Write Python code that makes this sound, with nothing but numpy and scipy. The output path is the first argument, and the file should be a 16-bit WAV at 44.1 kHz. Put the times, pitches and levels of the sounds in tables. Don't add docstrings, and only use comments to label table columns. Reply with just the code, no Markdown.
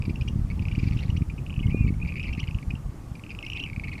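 import sys
import numpy as np
from scipy import signal
from scipy.io import wavfile
from scipy.ndimage import uniform_filter1d

SR = 44100
rng = np.random.default_rng(int(sys.argv[2]) if len(sys.argv) > 2 else 0)


def bounce(signal):
    frames = np.transpose(np.atleast_2d(signal))
    limited = np.clip(frames, -1, 1)
    pcm = np.round(limited * 32767).astype(np.int16)
    wavfile.write(sys.argv[1], SR, pcm)


N = 176400


def amp(db):
    return 10 ** (np.asarray(db) / 20)


def unit(x):
    return x / np.sqrt(np.mean(x ** 2) + 1e-20)


def add(mix, start_s, sound):
    part = mix[max(round(start_s * SR), 0):][:len(sound)]
    part += sound[:len(part)]


def level(points):
    return amp(np.interp(np.arange(N) / SR, *np.transpose(points)))


def wander(size, hz):
    return np.interp(np.arange(size) * hz / SR, np.arange(4096), rng.standard_normal(4096))


def fade(t, length, rise, fall):
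    attack = np.sin(np.pi / 2 * np.clip(t / rise, 0, 1))
    release = np.sin(np.pi / 2 * np.clip((length - t) / fall, 0, 1))
    return attack * release


def noise(colour, patch_db, size):
    hz = np.fft.rfftfreq(size, 1 / SR)
    real, imaginary, patches = rng.standard_normal((3, len(hz), N * 4 // size + 6))
    colour_hz, colour_db = np.transpose(colour)
    spectrum_db = np.interp(np.log(hz + 1), np.log(colour_hz), colour_db)
    patches = uniform_filter1d(uniform_filter1d(patches, size=4, axis=0), size=6, axis=1)
    gain = amp(spectrum_db[:, None] + patch_db * unit(patches))
    sound = signal.istft((real + 1j * imaginary) * gain, nperseg=size, noverlap=size - size // 4)[1]
    return unit(sound[:N])


CHIP_DB, OVERTONE_DB, THIRD_DB = 1.5, -4.5, -39
RISE_S, FALL_S, ARCH_HZ = 0.0012, 0.004, 147
RASP_FROM_S, RASP_FULL_S = 0.0026, 0.0092
RASP_DEPTH, RASP_BASE_HZ, RASP_SWING_HZ = 0.55, 299, 76.4
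JITTER, JITTER_HZ = 0.048, 514
HOARSE_DB, HOARSE_BAND_HZ = -10, (1960, 4340)


def chip(length, hz, db, overtone_db, climb_hz=0, swell_db=0):
    span = length + RISE_S / 2
    t = np.arange(0, span, 1 / SR)

    rasp = np.clip((length - RASP_FROM_S) / (RASP_FULL_S - RASP_FROM_S), 0, 1)
    rasp_hz = RASP_BASE_HZ * rng.uniform(0.99, 1.23)
    flutter = rasp * np.cos(2 * np.pi * (rasp_hz * t + rng.random()))
    shape = fade(t, span, RISE_S, FALL_S) * (1 + RASP_DEPTH * flutter) * amp(swell_db * t / span)

    bend = ARCH_HZ * np.sin(np.pi * t / span) + climb_hz * t / span
    bend += RASP_SWING_HZ * flutter + hz * JITTER * wander(len(t), JITTER_HZ)
    bend -= np.average(bend, weights=shape ** 2)
    phase = 2 * np.pi * np.cumsum(hz + bend) / SR

    tone = np.sin(phase) + amp(THIRD_DB) * np.sin(3 * phase)
    tone += amp(overtone_db + OVERTONE_DB) * np.sin(2 * phase)
    band = signal.butter(2, HOARSE_BAND_HZ, "band", fs=SR, output="sos")
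    hoarse = unit(signal.sosfilt(band, rng.standard_normal(len(t))))
    return amp(db + CHIP_DB) * unit(shape * (tone + amp(overtone_db + HOARSE_DB) * hoarse))


FLUTTER_HZ, LOWER_BAND_DB, WHISTLE_EDGE_S = 275, -10, 0.0024
WAVER = 0.0075


def whistle(points):
    time_s, pitch_hz, level_db, sideband_db = np.transpose(points)
    t = np.arange(time_s[0], time_s[-1], 1 / SR)
    hz = np.interp(t, time_s, pitch_hz) * (1 + WAVER * wander(len(t), JITTER_HZ))
    phase = 2 * np.pi * np.cumsum(hz) / SR
    beat = 2 * np.pi * FLUTTER_HZ * t
    sides = np.sin(phase + beat) + amp(LOWER_BAND_DB) * np.sin(phase - beat)
    tone = np.sin(phase) + amp(np.interp(t, time_s, sideband_db)) * sides
    edges = fade(t - time_s[0], time_s[-1] - time_s[0], WHISTLE_EDGE_S, WHISTLE_EDGE_S)
    return np.sqrt(2) * amp(np.interp(t, time_s, level_db)) * edges * tone


# start_s, length_s, pitch_hz, level_db, overtone_db
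TRILL_CHIPS = [(0.022, 0.0022, 2440, -37, -9), (0.039, 0.0027, 2600, -49, -22),
               (0.052, 0.0092, 2386, -43, -7), (0.21, 0.0073, 2500, -40, -9),
               (0.221, 0.0021, 2830, -41.5, -16), (0.5014, 0.0036, 2250, -41, -13),
               (0.5066, 0.014, 2268, -43.5, -16), (0.5944, 0.0023, 2640, -40.5, -24),
               (0.6205, 0.011, 2380, -48.5, -7), (0.6536, 0.0023, 2430, -36, -18),
               (0.6842, 0.0015, 2500, -34.5, -15), (0.7136, 0.0074, 2400, -40.5, -16.5),
               (0.723, 0.006, 2820, -44, -22), (0.751, 0.0034, 2350, -37.5, -12),
               (0.757, 0.0032, 2770, -41, -17), (0.787, 0.017, 2430, -41.5, -11),
               (0.827, 0.01, 2410, -44.5, -14), (0.8376, 0.0088, 2230, -45, -8),
               (0.867, 0.024, 2350, -44.5, -6.5), (0.91, 0.0025, 2630, -43.5, -16),
               (0.923, 0.0018, 2270, -41, -12), (0.928, 0.01, 2255, -46, -7),
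               (0.9704, 0.0073, 2650, -44.5, -10), (0.9885, 0.013, 2790, -42.5, -17),
               (1.027, 0.0073, 2170, -45.5, -5), (1.0354, 0.0027, 2180, -40, -8),
               (1.081, 0.0035, 2350, -51, -10), (1.09, 0.006, 2080, -48, -9),
               (1.218, 0.0083, 2360, -46.5, -14), (1.2983, 0.0077, 2410, -41.5, -21),
               (1.378, 0.016, 2530, -49, -25), (1.4646, 0.0023, 2670, -41, -25),
               (1.4973, 0.0024, 2500, -42, -35), (1.5032, 0.0042, 2830, -42.5, -30.5),
               (1.527, 0.0034, 2520, -44, -25), (1.5402, 0.0027, 2770, -42.5, -27),
               (1.561, 0.0081, 2650, -44, -29), (1.5923, 0.0022, 2580, -40.5, -27),
               (1.5987, 0.007, 2920, -44.5, -27), (1.6273, 0.01, 2600, -46, -20),
               (1.6683, 0.0031, 2930, -43.5, -15), (1.696, 0.011, 2220, -46, -21),
               (1.708, 0.0026, 2720, -43, -21), (1.7137, 0.0072, 2350, -41.5, -21),
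               (1.867, 0.0089, 2580, -47, -23), (1.878, 0.0051, 2210, -39, -16),
               (1.8847, 0.012, 2265, -42, -18), (1.939, 0.005, 2200, -50.5, -14),
               (2.0005, 0.0033, 2330, -48, -26), (2.049, 0.0054, 2330, -41.5, -20),
               (2.0596, 0.002, 2340, -39, -29), (2.073, 0.017, 2377, -43.5, -10.5),
               (2.089, 0.0061, 2415, -37, -30), (2.0952, 0.012, 2455, -41.5, -33),
               (2.122, 0.0034, 2410, -36, -24), (2.139, 0.0041, 2290, -44, -15),
               (2.1566, 0.0022, 2320, -33, -23), (2.164, 0.013, 2357, -39, -15),
               (2.177, 0.01, 2380, -40, -27), (2.196, 0.005, 2410, -32.5, -18),
               (2.2034, 0.0042, 2680, -36, -22), (2.2105, 0.0071, 2540, -43, -27),
               (2.2295, 0.0022, 2730, -37.5, -14), (2.234, 0.0071, 2600, -40, -13),
               (2.241, 0.01, 2360, -38.5, -19), (2.252, 0.012, 2660, -42, -25),
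               (2.266, 0.012, 2364, -43, -13), (2.2807, 0.0062, 2120, -39, -12),
               (2.288, 0.009, 2320, -38.5, -19), (2.3004, 0.013, 2440, -47, -20),
               (2.3501, 0.0017, 2570, -39, -21), (2.375, 0.0032, 2530, -45, -15),
               (2.377, 0.014, 2120, -43.5, -16), (2.4124, 0.011, 2860, -47.5, -28),
               (2.4296, 0.0055, 2150, -40, -15), (2.438, 0.0074, 2100, -45.5, -10),
               (2.4393, 0.0025, 2800, -39.5, -26), (2.4722, 0.0047, 2440, -44, -9),
               (2.479, 0.003, 2850, -39.5, -30), (2.486, 0.0034, 2230, -40, -16),
               (2.5098, 0.0033, 2600, -40.5, -15), (2.5465, 0.0027, 2750, -40.5, -18),
               (2.5864, 0.0014, 2570, -40.5, -19), (2.626, 0.0066, 2220, -46, -13),
               (2.7526, 0.0067, 2780, -45, -19), (3.152, 0.0088, 2410, -47, -11),
               (3.195, 0.0026, 2260, -47, -14), (3.2376, 0.0022, 2660, -40, -31),
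               (3.2645, 0.0026, 2540, -44.5, -22), (3.293, 0.0091, 2730, -45.5, -23),
               (3.304, 0.0043, 2470, -38, -13.5), (3.311, 0.011, 2424, -41.5, -11.5),
               (3.3493, 0.002, 2490, -40, -16), (3.389, 0.0024, 2750, -34.5, -19),
               (3.408, 0.0036, 2520, -49, -12), (3.4268, 0.0041, 2710, -36.5, -14),
               (3.4487, 0.0034, 2500, -39.5, -10), (3.4638, 0.0061, 2770, -35.5, -15),
               (3.4715, 0.013, 2350, -47, -27), (3.485, 0.0036, 2480, -44, -12),
               (3.5, 0.003, 2800, -31.5, -13.5), (3.5183, 0.0082, 2630, -37.5, -20),
               (3.5322, 0.0054, 2810, -34.5, -15.5), (3.548, 0.011, 2490, -41, -32),
               (3.5725, 0.0018, 2500, -34, -25), (3.575, 0.016, 2200, -45, -16),
               (3.627, 0.0034, 2750, -36, -18), (3.6377, 0.0034, 2870, -29.5, -20.5),
               (3.6597, 0.0086, 2400, -39, -23), (3.673, 0.0055, 2410, -42, -26),
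               (3.6875, 0.0023, 2330, -44, -27), (3.699, 0.0026, 2330, -36.5, -20),
               (3.731, 0.0046, 2240, -38.5, -18), (3.762, 0.0033, 2340, -35.5, -23),
               (3.797, 0.0029, 2320, -33.5, -21), (3.8362, 0.011, 2236, -37.5, -18),
               (3.845, 0.01, 2455, -40.5, -32), (3.873, 0.003, 2400, -40, -30),
               (3.879, 0.01, 2170, -39, -14), (3.8905, 0.0076, 2250, -42, -15),
               (3.9143, 0.015, 2500, -44.5, -32), (3.9285, 0.007, 2170, -39.5, -14.5),
               (3.934, 0.0097, 2140, -41.5, -12), (3.952, 0.0082, 2410, -41.5, -35),
               (3.9793, 0.0055, 2160, -41, -10), (3.987, 0.0079, 2160, -44.5, -16)]
# start_s, length_s, pitch_hz, level_db, overtone_db, climb_hz, swell_db
UPWARD_SWEEPS = [(0.0932, 0.013, 2400, -42.5, -10.5, 400, 3), (0.157, 0.0056, 2710, -40.5, -15, 280, 3),
                 (0.2759, 0.014, 2790, -39.5, -11.5, 766, 9), (1.1002, 0.0059, 2840, -41, -12.5, 250, 2),
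                 (1.164, 0.013, 2670, -43, -9, 740, 4.5), (2.3264, 0.013, 2650, -38.5, -13.5, 764, 7),
                 (2.3915, 0.01456, 2685, -37.5, -9.5, 800, 7.5), (2.705, 0.0079, 2480, -37, -20.5, 450, -1),
                 (3.556, 0.015, 2620, -37.5, -18, 380, 9), (3.5923, 0.011, 2800, -34, -19, 400, 18)]
# time_s, pitch_hz, level_db, sideband_db
HELD_WHISTLES = [
    [(1.631, 2160, -43, -20), (1.642, 2176, -40.5, -22), (1.653, 2170, -49, -20)],
    [(1.677, 2130, -42, -18), (1.688, 2110, -49, -18)],
    [(1.722, 2425, -43.5, -19), (1.762, 2440, -41, -27), (1.775, 2437, -42.5, -1),
     (1.802, 2478, -40.5, -20), (1.824, 2414, -44, 3), (1.841, 2390, -43, -21), (1.856, 2315, -42, -24)],
    [(2.014, 2400, -41.5, -25), (2.032, 2530, -34.5, -16)],
    [(3.432, 2190, -38, -22), (3.448, 2190, -40, -18)],
    [(3.572, 2700, -40, -16), (3.606, 2752, -41, -24), (3.642, 2713, -39.5, -17), (3.654, 2640, -40, -10),
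     (3.662, 2520, -45, -10)],
]
LOWEST_HZ = 1877


def grebes():
    voices = np.zeros(N)
    for start_s, *note in TRILL_CHIPS + UPWARD_SWEEPS:
        add(voices, start_s, chip(*note))
    for points in HELD_WHISTLES:
        add(voices, points[0][0], whistle(points))
    low_cut = signal.butter(4, LOWEST_HZ, "high", fs=SR, output="sos")
    return signal.sosfiltfilt(low_cut, voices)


# time_s, level_db
CALL_HISS_LEVEL = [(.70, -62.5), (.87, -53.5), (.92, -58), (1.02, -53), (1.12, -61.5), (1.25, -64.5)]
# pitch_hz, level_db
CALL_HISS_SPECTRUM = [(500, -16), (2000, 11), (3000, 7), (4000, 0), (5500, 1), (8000, -14), (14000, -23)]
CALL_HISS_PATCH_DB = 2.5
# start_s, length_s, pitch_hz, level_db
RISING_OVERTONES = [(0.976, 0.0097, 3750, -56), (1, 0.012, 3770, -52), (1.055, 0.013, 4040, -58)]
OVERTONE_RISE_HZ_PER_S = 98000


def call_hiss():
    out = level(CALL_HISS_LEVEL) * noise(CALL_HISS_SPECTRUM, CALL_HISS_PATCH_DB, size=256)
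    for start_s, length, hz, db in RISING_OVERTONES:
        t = np.arange(0, length, 1 / SR)
        phase = 2 * np.pi * np.cumsum(hz + OVERTONE_RISE_HZ_PER_S * (t - length / 2)) / SR
        add(out, start_s, amp(db) * unit(np.sin(np.pi * t / length) * np.sin(phase)))
    return out


def scatter(x, t60):
    t = np.arange(SR // 2) / SR
    tail = rng.standard_normal(len(t)) * amp(-60 * t / t60) * (t > .0015)
    return signal.fftconvolve(x, tail / np.linalg.norm(tail))[:N]


NEAR_DB, NEAR_T60_S, FAR_DB, FAR_T60_S = -13.5, 0.036, -14.5, 0.14


def echoes(birds):
    return amp(NEAR_DB) * scatter(birds, NEAR_T60_S) + amp(FAR_DB) * scatter(birds, FAR_T60_S)


# start_s, pitch_hz, peak_db
WATER_PLINKS = [(3.5734, 3380, -30.5), (3.608, 3900, -40)]
PLINK_S = 0.00041


def plinks():
    out = np.zeros(N)
    t = np.arange(0, 20 * PLINK_S, 1 / SR)
    shape = t / PLINK_S * np.exp(1 - t / PLINK_S)
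    for start_s, hz, db in WATER_PLINKS:
        add(out, start_s, amp(db) * shape * np.sin(2 * np.pi * hz * t))
    return out


BUFFET_SHAPE = 3.13


def buffet(s, hz, db):
    t = np.arange(-min(s, .05), .05, 1 / SR)
    swing = (1 - 2j * np.pi * hz * t / BUFFET_SHAPE) ** -BUFFET_SHAPE
    pressure = (swing * np.exp(2j * np.pi * rng.random())).real
    return s + t[0], amp(db) * pressure * fade(t - t[0], t[-1] - t[0], .01, .01)


# time_s, level_db
WIND_STRENGTH = [(0, -25.5), (.55, -29.5), (.9, -25.5), (1.47, -31), (1.85, -24), (2.15, -30), (2.7, -33),
                 (3.15, -40), (3.55, -35.5), (3.85, -32)]
# pitch_hz, level_db
RUMBLE_SPECTRUM = [(10, -35), (22, -16), (35, -2.5), (80, -2.5), (130, -3.5), (200, -10.5), (300, -24),
                   (450, -34.5), (800, -68), (2000, -77)]
RUMBLE_DB, LUMPY_DB = -4.5, 2.5
EDDIES_PER_S, EDDY_DB, EDDY_HZ = 35, 4, 120
# centre_s, centre_hz, peak_db
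HARD_BUFFETS = [(0.009, 100, -19.5), (0.082, 167, -15), (0.097, 190, -19.5), (0.109, 165, -20.5),
                (0.221, 110, -16), (0.282, 94, -18.5), (0.308, 167, -22), (0.335, 110, -19),
                (0.36, 158, -16.5), (0.394, 121, -16), (0.419, 110, -17.5), (0.449, 89, -16.5),
                (0.602, 150, -18.5), (0.623, 160, -20.5), (0.661, 100, -20.5), (0.731, 93, -15.5),
                (0.781, 164, -13.5), (0.834, 154, -14), (0.859, 117, -16.5), (0.876, 137, -13.5),
                (0.912, 106, -16.5), (0.938, 160, -23), (0.965, 146, -15), (1.057, 121, -20),
                (1.097, 105, -13.5), (1.131, 108, -17.5), (1.154, 129, -16.5), (1.18, 125, -14.5),
                (1.211, 150, -16.5), (1.222, 144, -13), (1.339, 116, -20.5), (1.582, 118, -16),
                (1.61, 172, -20), (1.661, 110, -12), (1.687, 129, -14.5), (1.697, 119, -16),
                (1.747, 262, -13), (1.811, 130, -12.5), (1.848, 150, -20.5), (1.866, 148, -15),
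                (1.882, 168, -18.5), (1.906, 172, -14), (1.927, 118, -16), (2.062, 102, -18),
                (2.299, 87, -21.5), (2.318, 85, -22), (2.381, 157, -19.5), (2.435, 104, -20.5),
                (2.488, 113, -21), (2.554, 109, -15.5), (2.682, 90.5, -16.5), (2.74, 139, -20.5),
                (2.862, 87.5, -23), (2.895, 98, -21.5), (3.118, 108, -22.5), (3.78, 128, -19.5)]
BUFFET_DB = 1.9


def wind():
    rumble = noise(RUMBLE_SPECTRUM, 0.7, size=4096) * amp(LUMPY_DB * wander(N, 40))
    out = amp(RUMBLE_DB) * unit(rumble)
    for place, luck, pitch in rng.random((600, 3)):
        if luck < EDDIES_PER_S * N / SR / 600:
            eddy_hz = EDDY_HZ * 2 ** (pitch - .5)
            add(out, *buffet(place * N / SR, eddy_hz, EDDY_DB))
    out *= level(WIND_STRENGTH)
    for centre_s, hz, db in HARD_BUFFETS:
        add(out, *buffet(centre_s, hz, db + BUFFET_DB))
    return out


# pitch_hz, level_db
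WASH_SPECTRUM = [(20, 17), (90, 15), (240, 12), (285, 17.5), (340, 8.5), (600, 0.5), (780, 0), (890, 2),
                 (1020, -2.5), (1140, 3), (1400, -6), (1900, -12.5), (3300, -21.5), (5000, -18),
                 (7300, -16.5), (10000, -19.5), (15000, -26.5)]
WASH_DB, WASH_PATCH_DB = -45.5, 2


def wash():
    return amp(WASH_DB) * noise(WASH_SPECTRUM, WASH_PATCH_DB, size=1024)


def scene():
    birds = grebes()
    mix = birds + call_hiss() + echoes(birds) + plinks() + wind() + wash()
    return mix[None]


EDGE_HZ = 15120


def record(dry):
    low_pass = signal.firwin(511, EDGE_HZ, window=("kaiser", 9), fs=SR)
    return signal.oaconvolve(dry, low_pass[None], "same")


dry = scene()
out = record(dry)
bounce(out)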